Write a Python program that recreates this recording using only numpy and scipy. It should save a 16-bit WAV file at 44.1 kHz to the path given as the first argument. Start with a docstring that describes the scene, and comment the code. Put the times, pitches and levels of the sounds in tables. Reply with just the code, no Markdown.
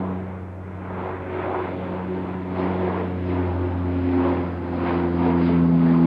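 """Under an open sky, a twin turboprop flies low past, its pitch sinking as it draws level.
The propellers drone on harmonics of their blade rate, with a fainter buzz of upper harmonics.
Blade wakes and exhaust roar: noise in bands that swell and fade in the uneven air and phase
against their echo off the ground. Two compressor tones whine thinly on top of a faint steady hiss."""
import sys
import numpy as np
from scipy import signal
from scipy.fft import rfft, irfft
from scipy.io import wavfile

SR = 44100
rng = np.random.default_rng(int(sys.argv[2]) if len(sys.argv) > 2 else 0)


def master(y):
    """Save y as 16-bit WAV."""
    cut = np.clip(np.atleast_2d(y).T, -1, 1)
    pcm = np.round(cut * 32767)  # scale
    wavfile.write(sys.argv[1], SR, pcm.astype(np.int16))


N = 267246

# How each zone of the turbulent noise responds, from deep rumble through growl and roar to topmost hiss:
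# (centre f/Hz, share of the swell, share of the rush, share of the treble, rise on approach/(dB/s))
NOISE_ZONES = [(50, 0.011, 0.043, 0.07, 0.05), (125, 0, 0, .15, 0.5), (225, 0.18, 0.085, 0.22, 1.6),
               (320, 0, 0.09, 0.68, 0), (520, 0.45, 0, 0.42, -0.25), (920, 1.16, 0, 0, 0.06),
               (1390, 0.59, 0.4, 0, -0.24), (2050, 0, 0.94, 0.16, -0.14), (3400, 0.13, 0.052, 0.87, 1.07),
               (4940, 0.087, 0, 0.6, 2.5)]


def from_db(db):
    """Decibels to gain."""
    return 10 ** (np.asarray(db) / 20)


def rms_one(x):
    """Scale to unit power."""
    return x / np.sqrt(np.mean(np.abs(x) ** 2) + 1e-20)


def in_time(rows):
    """Each column of a curve table, sample by sample."""
    times, *columns = np.transpose(rows)
    t = np.arange(N) / SR
    return [np.interp(t, times, column) for column in columns]


def about_mean(curve):
    """A level curve as dB above and below its own mean."""
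    level_db, = in_time(curve)
    return level_db - np.mean(level_db)


def low_pass(x, hz, order):
    """Butterworth low-pass."""
    return signal.sosfilt(signal.butter(order, hz, fs=SR, output="sos"), x)


def coloured(spectrum):
    """Noise with the given spectrum, read on a log-frequency axis; rms 1."""
    hz = np.maximum(np.fft.rfftfreq(N, 1 / SR), 1)
    f, level_db = np.transpose(spectrum)
    gain = from_db(np.interp(np.log(hz), np.log(f), level_db))
    white = rng.standard_normal(N)
    return rms_one(irfft(rfft(white) * gain, N))


def drift(rate_hz):
    """Smooth chance of spread 1, changing about `rate_hz` times a second."""
    step = 40  # samples between slow values
    settle = 2000  # slow values dropped while the filter settles
    pole = np.exp(-2 * np.pi * rate_hz * step / SR)
    white = rng.standard_normal(N // step + 2 + settle)
    slow = signal.lfilter([1], [1, -2 * pole, pole ** 2], white)[settle:]
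    return np.interp(np.arange(N) / step, np.arange(len(slow)), rms_one(slow))


def scatter(rate_hz):
    """Random amplitude and phase of a tone that has crossed turbulent air; rms 1."""
    return rms_one(drift(rate_hz) + 1j * drift(rate_hz))


def tone(phase, gain):
    """A sine of rms 1 under a complex gain."""
    return np.sqrt(2) * np.real(gain * np.exp(1j * phase))


def blade_phase():
    """Phase of the blade passing, summed from its Doppler-shifted rate."""
    # blade passing rate as heard: (t/s, f/Hz)
    blade_rate = [(0.0, 93.31), (0.4, 92.57), (1.2, 91.97), (2.0, 91.77), (2.8, 91.48), (3.1, 90.88),
                  (3.4, 89.82), (4.25, 88.83), (5.0, 86.56), (5.25, 86.21), (6.06, 83.51)]
    rate_hz, = in_time(blade_rate)
    return 2 * np.pi * np.cumsum(rate_hz) / SR


def harmonic_levels():
    """Levels of the six strong blade harmonics; the weight moves up as the aircraft draws level."""
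    # one curve per harmonic, the shorter waves coming and going more: (t/s, level/dB)
    fundamental = [(0.0,-34.5),(2.42,-38),(2.66,-32),(3.05,-32.5),(3.4,-25.5),(4.08,-27),(4.66,-33),(5.2,-30),(5.6,-31),(5.85,-38),(6.06,-39)]
    second = [(0.0,-26.5),(0.55,-44),(0.95,-35),(1.1,-43),(1.4,-42),(1.55,-51),(1.65,-40.5),(1.9,-31.5),(2.5,-32.5),(2.7,-27.5),(3.55,-35),(3.65,-45.5),(3.8,-32.5),(4.1,-40.5),(4.3,-33),(4.6,-37.5),(5.25,-26),(5.7,-19),(6.06,-20)]
    third = [(0.0,-33),(0.15,-38),(0.25,-53.5),(0.9,-60),(1.15,-43.5),(1.35,-48.5),(1.8,-37),(2.0,-47),(2.15,-35),(2.4,-39.5),(2.65,-29.5),(2.9,-46),(3.08,-38.5),(3.25,-33.5),(3.4,-28),(3.5,-40.5),(3.6,-28),(3.72,-34.5),(3.92,-27),(4.03,-26.5),(4.15,-22),(4.3,-22),(4.55,-37),(4.8,-29.5),(5.15,-25.5),(5.32,-23.5),(6.06,-18)]
    fourth = [(0.0, -29.5), (0.252, -44.5), (0.3, -52), (0.45, -52), (0.55, -67), (0.6, -44.5), (0.8, -54),
              (1.05, -30.5), (1.2, -41), (1.3, -32.5), (1.6, -27.5), (1.85, -48), (1.95, -35.5), (2.0, -51),
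              (2.1, -29.5), (2.45, -41.5), (2.6, -30), (2.75, -36), (2.85, -27), (3.101, -38.5),
              (3.45, -29.5), (3.55, -41.5), (3.65, -27), (3.801, -55), (3.85, -34), (4.0, -35.5),
              (4.2, -26.5), (4.35, -25.5), (4.451, -40), (4.999, -25.5), (5.15, -30), (5.33, -25),
              (5.6, -31), (5.851, -33.5), (6.06, -25)]
    fifth = [(0.0, -44.5), (0.6, -57.5), (1.1, -46), (1.6, -40.5), (1.95, -44.5), (2.45, -53.5),
             (2.65, -40), (2.8, -40.5), (2.97, -32), (3.199, -43.5), (3.7, -52.5), (4.3, -45.5), (4.6, -60),
             (4.95, -35.5), (5.15, -43), (5.35, -41.5), (5.55, -39), (5.75, -50), (5.9, -37.5), (6.06, -36)]
    sixth = [(0.0, -57.5), (0.8, -54.5), (1.1, -47), (1.55, -43.5), (1.95, -37.5), (2.3, -55), (2.7, -44.5),
             (3.1, -44.5), (4.05, -54), (4.3, -38), (4.6, -50), (4.85, -37), (5.1, -48.5), (5.35, -41),
             (5.8, -45.5), (6.06, -47.5)]
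    return [in_time(curve)[0] for curve in (fundamental, second, third, fourth, fifth, sixth)]


def drone(phase, levels, approach_s, flutter_hz=11, skew_rad=.85, smear_rad=-0.5514):
    """Six harmonics make a smeared pressure pulse per blade; they flutter and slip less as the air path shortens."""
    # how deeply the air shakes each harmonic at mid-pass: (depth as a share of its level)
    shake_depths = [.075, .12, .26, .36, .5, .5]
    # how far each harmonic slips in phase at mid-pass: (spread/rad)
    wander_spreads = [.08, .3, .45, .5, .6, .5]
    steadying_db_per_s, wander_hz = 1.7, 1.3
    unrest = from_db(-steadying_db_per_s * approach_s)
    out = 0
    for k, (level_db, depth, wander) in enumerate(zip(levels, shake_depths, wander_spreads), 1):
        shake = depth * unrest
        # the divisor keeps the mean power as the shaking varies
        flutter = (1 + shake * scatter(flutter_hz)) / np.sqrt(1 + shake ** 2)
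        slip = wander * unrest * drift(wander_hz)
        harmonic_phase = k * phase + skew_rad + smear_rad * k ** 2 + slip
        out = out + from_db(level_db) * tone(harmonic_phase, flutter)
    return out


def buzz(phase, buzz_db, fading_hz=4):
    """Weak upper blade harmonics, each fading in and out at random under the roar."""
    # (multiple of the blade rate, level against the buzz level/dB)
    overtones = [(7, -11), (8, -14), (10, -13), (11, -16)]
    out = 0
    for order, level_db in overtones:
        out = out + from_db(buzz_db + level_db) * tone(order * phase, scatter(fading_hz))
    return out


def flare_levels():
    """Level in dB that brief bell-shaped flares add to the topmost hiss."""
    # (centre t/s, length/s, peak level/dB)
    brief_flares = [(2.611, 0.12, 7), (3.273, 0.035, 5.5), (4.926, 0.11, 2.5), (5.166, 0.066, 5.5),
                    (5.452, 0.091, 7.5)]
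    t = np.arange(N) / SR
    return sum(peak_db * np.exp(-(2 * (t - centre) / length) ** 2)
               for centre, length, peak_db in brief_flares)


def zone_levels(approach_s):
    """Rise and fall in dB of each noise zone: shares of three air-driven curves plus a steady slope."""
    # Only the movement of these curves about their mean is used: (t/s, level/dB)
    swell = [(0.0, -33.5), (0.06, -32.5), (0.2, -41), (0.38, -41), (0.58, -45.5), (0.8, -41.5),
             (0.9, -34.5), (1.08, -30.5), (1.26, -39), (1.4, -31.5), (1.55, -25), (1.75, -39.5),
             (1.98, -33.5), (2.12, -39.5), (2.28, -37), (2.46, -40), (2.55, -32.5), (2.67, -28),
             (2.77, -31.5), (2.86, -27.5), (3.0, -30), (3.1, -38), (3.22, -43.5), (3.36, -32.5),
             (3.7, -34.5), (4.02, -38.5), (4.26, -27), (4.45, -35), (4.67, -39), (4.89, -27), (5.03, -29.5),
             (5.11, -35), (5.29, -26.5), (5.39, -32), (5.74, -36), (5.9, -31), (6.06, -33.5)]  # the roar as the uneven air swells and fades it
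    rush = [(0.0, -50.5), (0.22, -48), (0.56, -54.5), (0.95, -44), (1.25, -43.5), (1.39, -38), (1.5, -43),
            (1.65, -39), (1.76, -46.5), (2.2, -45), (2.5, -48), (2.62, -39.5), (2.76, -44), (2.87, -42),
            (3.0, -41), (3.11, -46.5), (3.22, -45.5), (3.32, -42), (3.55, -45), (3.8, -48), (4.28, -39.5),
            (4.6, -48), (4.76, -45.5), (4.89, -34), (5.0, -41.5), (5.14, -46), (5.26, -42), (5.52, -40.5),
            (5.72, -48.5), (5.88, -40.5), (6.06, -45.5)]  # the rush around 2 kHz, which the air fades a little differently
    treble = [(0.0,-50),(0.52,-62),(0.76,-58.5),(0.96,-55),(1.04,-49),(1.2,-55),(1.36,-46.5),(1.66,-46),(1.96,-48),(2.08,-51.5),(2.16,-47.5),(2.48,-52),(2.6,-43),(2.84,-45.5),(3.0,-45.5),(3.12,-51),(3.22,-51),(3.3,-44),(3.38,-48),(3.84,-52),(4.16,-46.5),(4.28,-43.5),(4.6,-56),(4.88,-43.5),(5.16,-51),(5.27,-41.5),(5.34,-52),(5.47,-41.5),(5.72,-53.5),(5.83,-48),(6.06,-50)]  # surges with the roar but more sharply
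    swell_db, rush_db, treble_db = about_mean(swell), about_mean(rush), about_mean(treble)
    zones = []
    for _, swell_share, rush_share, treble_share, rise in NOISE_ZONES:
        air_db = swell_share * swell_db + rush_share * rush_db + treble_share * treble_db
        zones.append(air_db + rise * approach_s)
    zones[-1] = zones[-1] + flare_levels()
    return zones


def wakes(phase, zones, patchy_db=1.0, patch_hz=7, chop=0.11):
    """Turbulent noise in third octaves; each band swells with its zone and pulses as the blades pass."""
    # mean colour of the turbulence: (f/Hz, relative level per Hz/dB)
    roar_colour = [(25, -26), (60, -10.5), (120, -2), (220, -0.5), (320, 2.5), (420, -0.5), (560, -3.5),
                   (740, -4), (900, -4), (1020, -5.5), (1170, -9.5), (1470, -12), (1760, -16),
                   (2150, -16.5), (3000, -27), (4000, -36), (5000, -45)]
    log_centres = np.log([zone[0] for zone in NOISE_ZONES])
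    edges = 20 * 2 ** (np.arange(27) / 3)  # Hz
    # neighbouring bands take turns between two independent noises
    noises = [coloured(roar_colour), coloured(roar_colour)]
    out = 0
    for k, (low, high) in enumerate(zip(edges, edges[1:])):
        band_filter = signal.butter(3, [low, high], "band", fs=SR, output="sos")
        band = signal.sosfilt(band_filter, noises[k % 2])
        # blend the two zones on either side of the band's centre
        log_centre = np.log(low * high) / 2
        shares = [np.interp(log_centre, log_centres, row) for row in np.eye(len(zones))]
        level_db = sum(share * zone_db for share, zone_db in zip(shares, zones))
        out = out + band * from_db(level_db + patchy_db * drift(patch_hz))
    out = out * (1 + chop * np.cos(phase))
    # little of the top survives the long way through the air
    return low_pass(out, 4980, order=16)


def over_ground(x, ground_cut_hz=1100):
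    """A dull echo off the ground combs the sound; the notches sink as its lag grows."""
    # the echo lags more as the aircraft stands higher in the sky: (t/s, lag/s)
    echo_lag = [(0, .0028), (3.2, .00287), (3.5, .00315), (3.9, .0033), (4.4, .00345), (5.0, .0038),
                (5.4, .00405), (5.6, .00435), (6.06, .00465)]
    # (t/s, echo gain 0-1)
    echo_strength = [(0, 0), (2.9, .05), (3.4, .28), (4.3, .12), (5.2, .33), (6.06, .45)]
    lag_s, = in_time(echo_lag)
    strength, = in_time(echo_strength)
    now = np.arange(N)
    echo = np.interp(now - lag_s * SR, now, low_pass(x, ground_cut_hz, order=2))
    return x + strength * echo


def compressors(phase, lower_whine_db, higher_whine_db):
    """Two whines, smeared by the turbulence, that sink with the drone; the higher one needs clear air."""
    # the two tones: (multiple of the blade rate)
    whine_orders = [37.6, 55.8]
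    # the lower tone is beamed ahead, the higher one abeam, each against its whine level:
    # (t/s, lower level/dB, higher level/dB)
    whine_beam = [(0, -1.5, -20), (1.8, -0.5, -26.5), (3.3, -13.5, -12), (4.3, -20.5, -12.5),
                  (6.06, -18.5, -10.5)]
    lower_beam_db, higher_beam_db = in_time(whine_beam)
    lower, higher = (tone(order * phase, scatter(110)) for order in whine_orders)
    lower = from_db(lower_whine_db + lower_beam_db) * lower
    higher = from_db(higher_whine_db + higher_beam_db) * higher
    return lower + higher


def background():
    """Faint steady hiss: noise of a fixed colour and level."""
    # (f/Hz, relative level per Hz/dB)
    hiss_colour = [(1000, -9.5), (5600, 3), (8000, 1), (11000, -3), (14500, -9)]
    return from_db(-75.5) * coloured(hiss_colour)


def scene():
    """Both propellers turn in step: one blade phase drives drone, buzz, roar and whines."""
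    buzz_db, roar_db, whine_db = -37.5, -30, -65.5
    phase = blade_phase()
    approach_s = (np.arange(N) - N / 2) / SR  # seconds from the middle of the pass
    zones = zone_levels(approach_s)
    # buzz follows the growl zone, the whines the two hiss zones
    growl_db, hiss_db, top_db = zones[4], zones[8], zones[9]
    propellers = drone(phase, harmonic_levels(), approach_s) + buzz(phase, buzz_db + growl_db)
    roar = from_db(roar_db) * rms_one(over_ground(wakes(phase, zones)))
    whines = compressors(phase, whine_db + hiss_db, whine_db + top_db)
    return (propellers + roar + whines + background())[None]


def record(dry):
    """The sound eases in and out over 3 ms; the top is cut steeply at 15 kHz."""
    from_start = np.arange(N)
    to_nearest_end = np.minimum(from_start, from_start[::-1])
    ease = np.sin(np.pi / 2 * np.minimum(1, to_nearest_end / (.003 * SR))) ** 2
    # 0.1 dB ripple below the cut, 80 dB down above it
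    steep_cut = signal.ellip(10, .1, 80, 15000, fs=SR, output="sos")
    return signal.sosfilt(steep_cut, dry * ease)


dry = scene()
out = record(dry)
master(out)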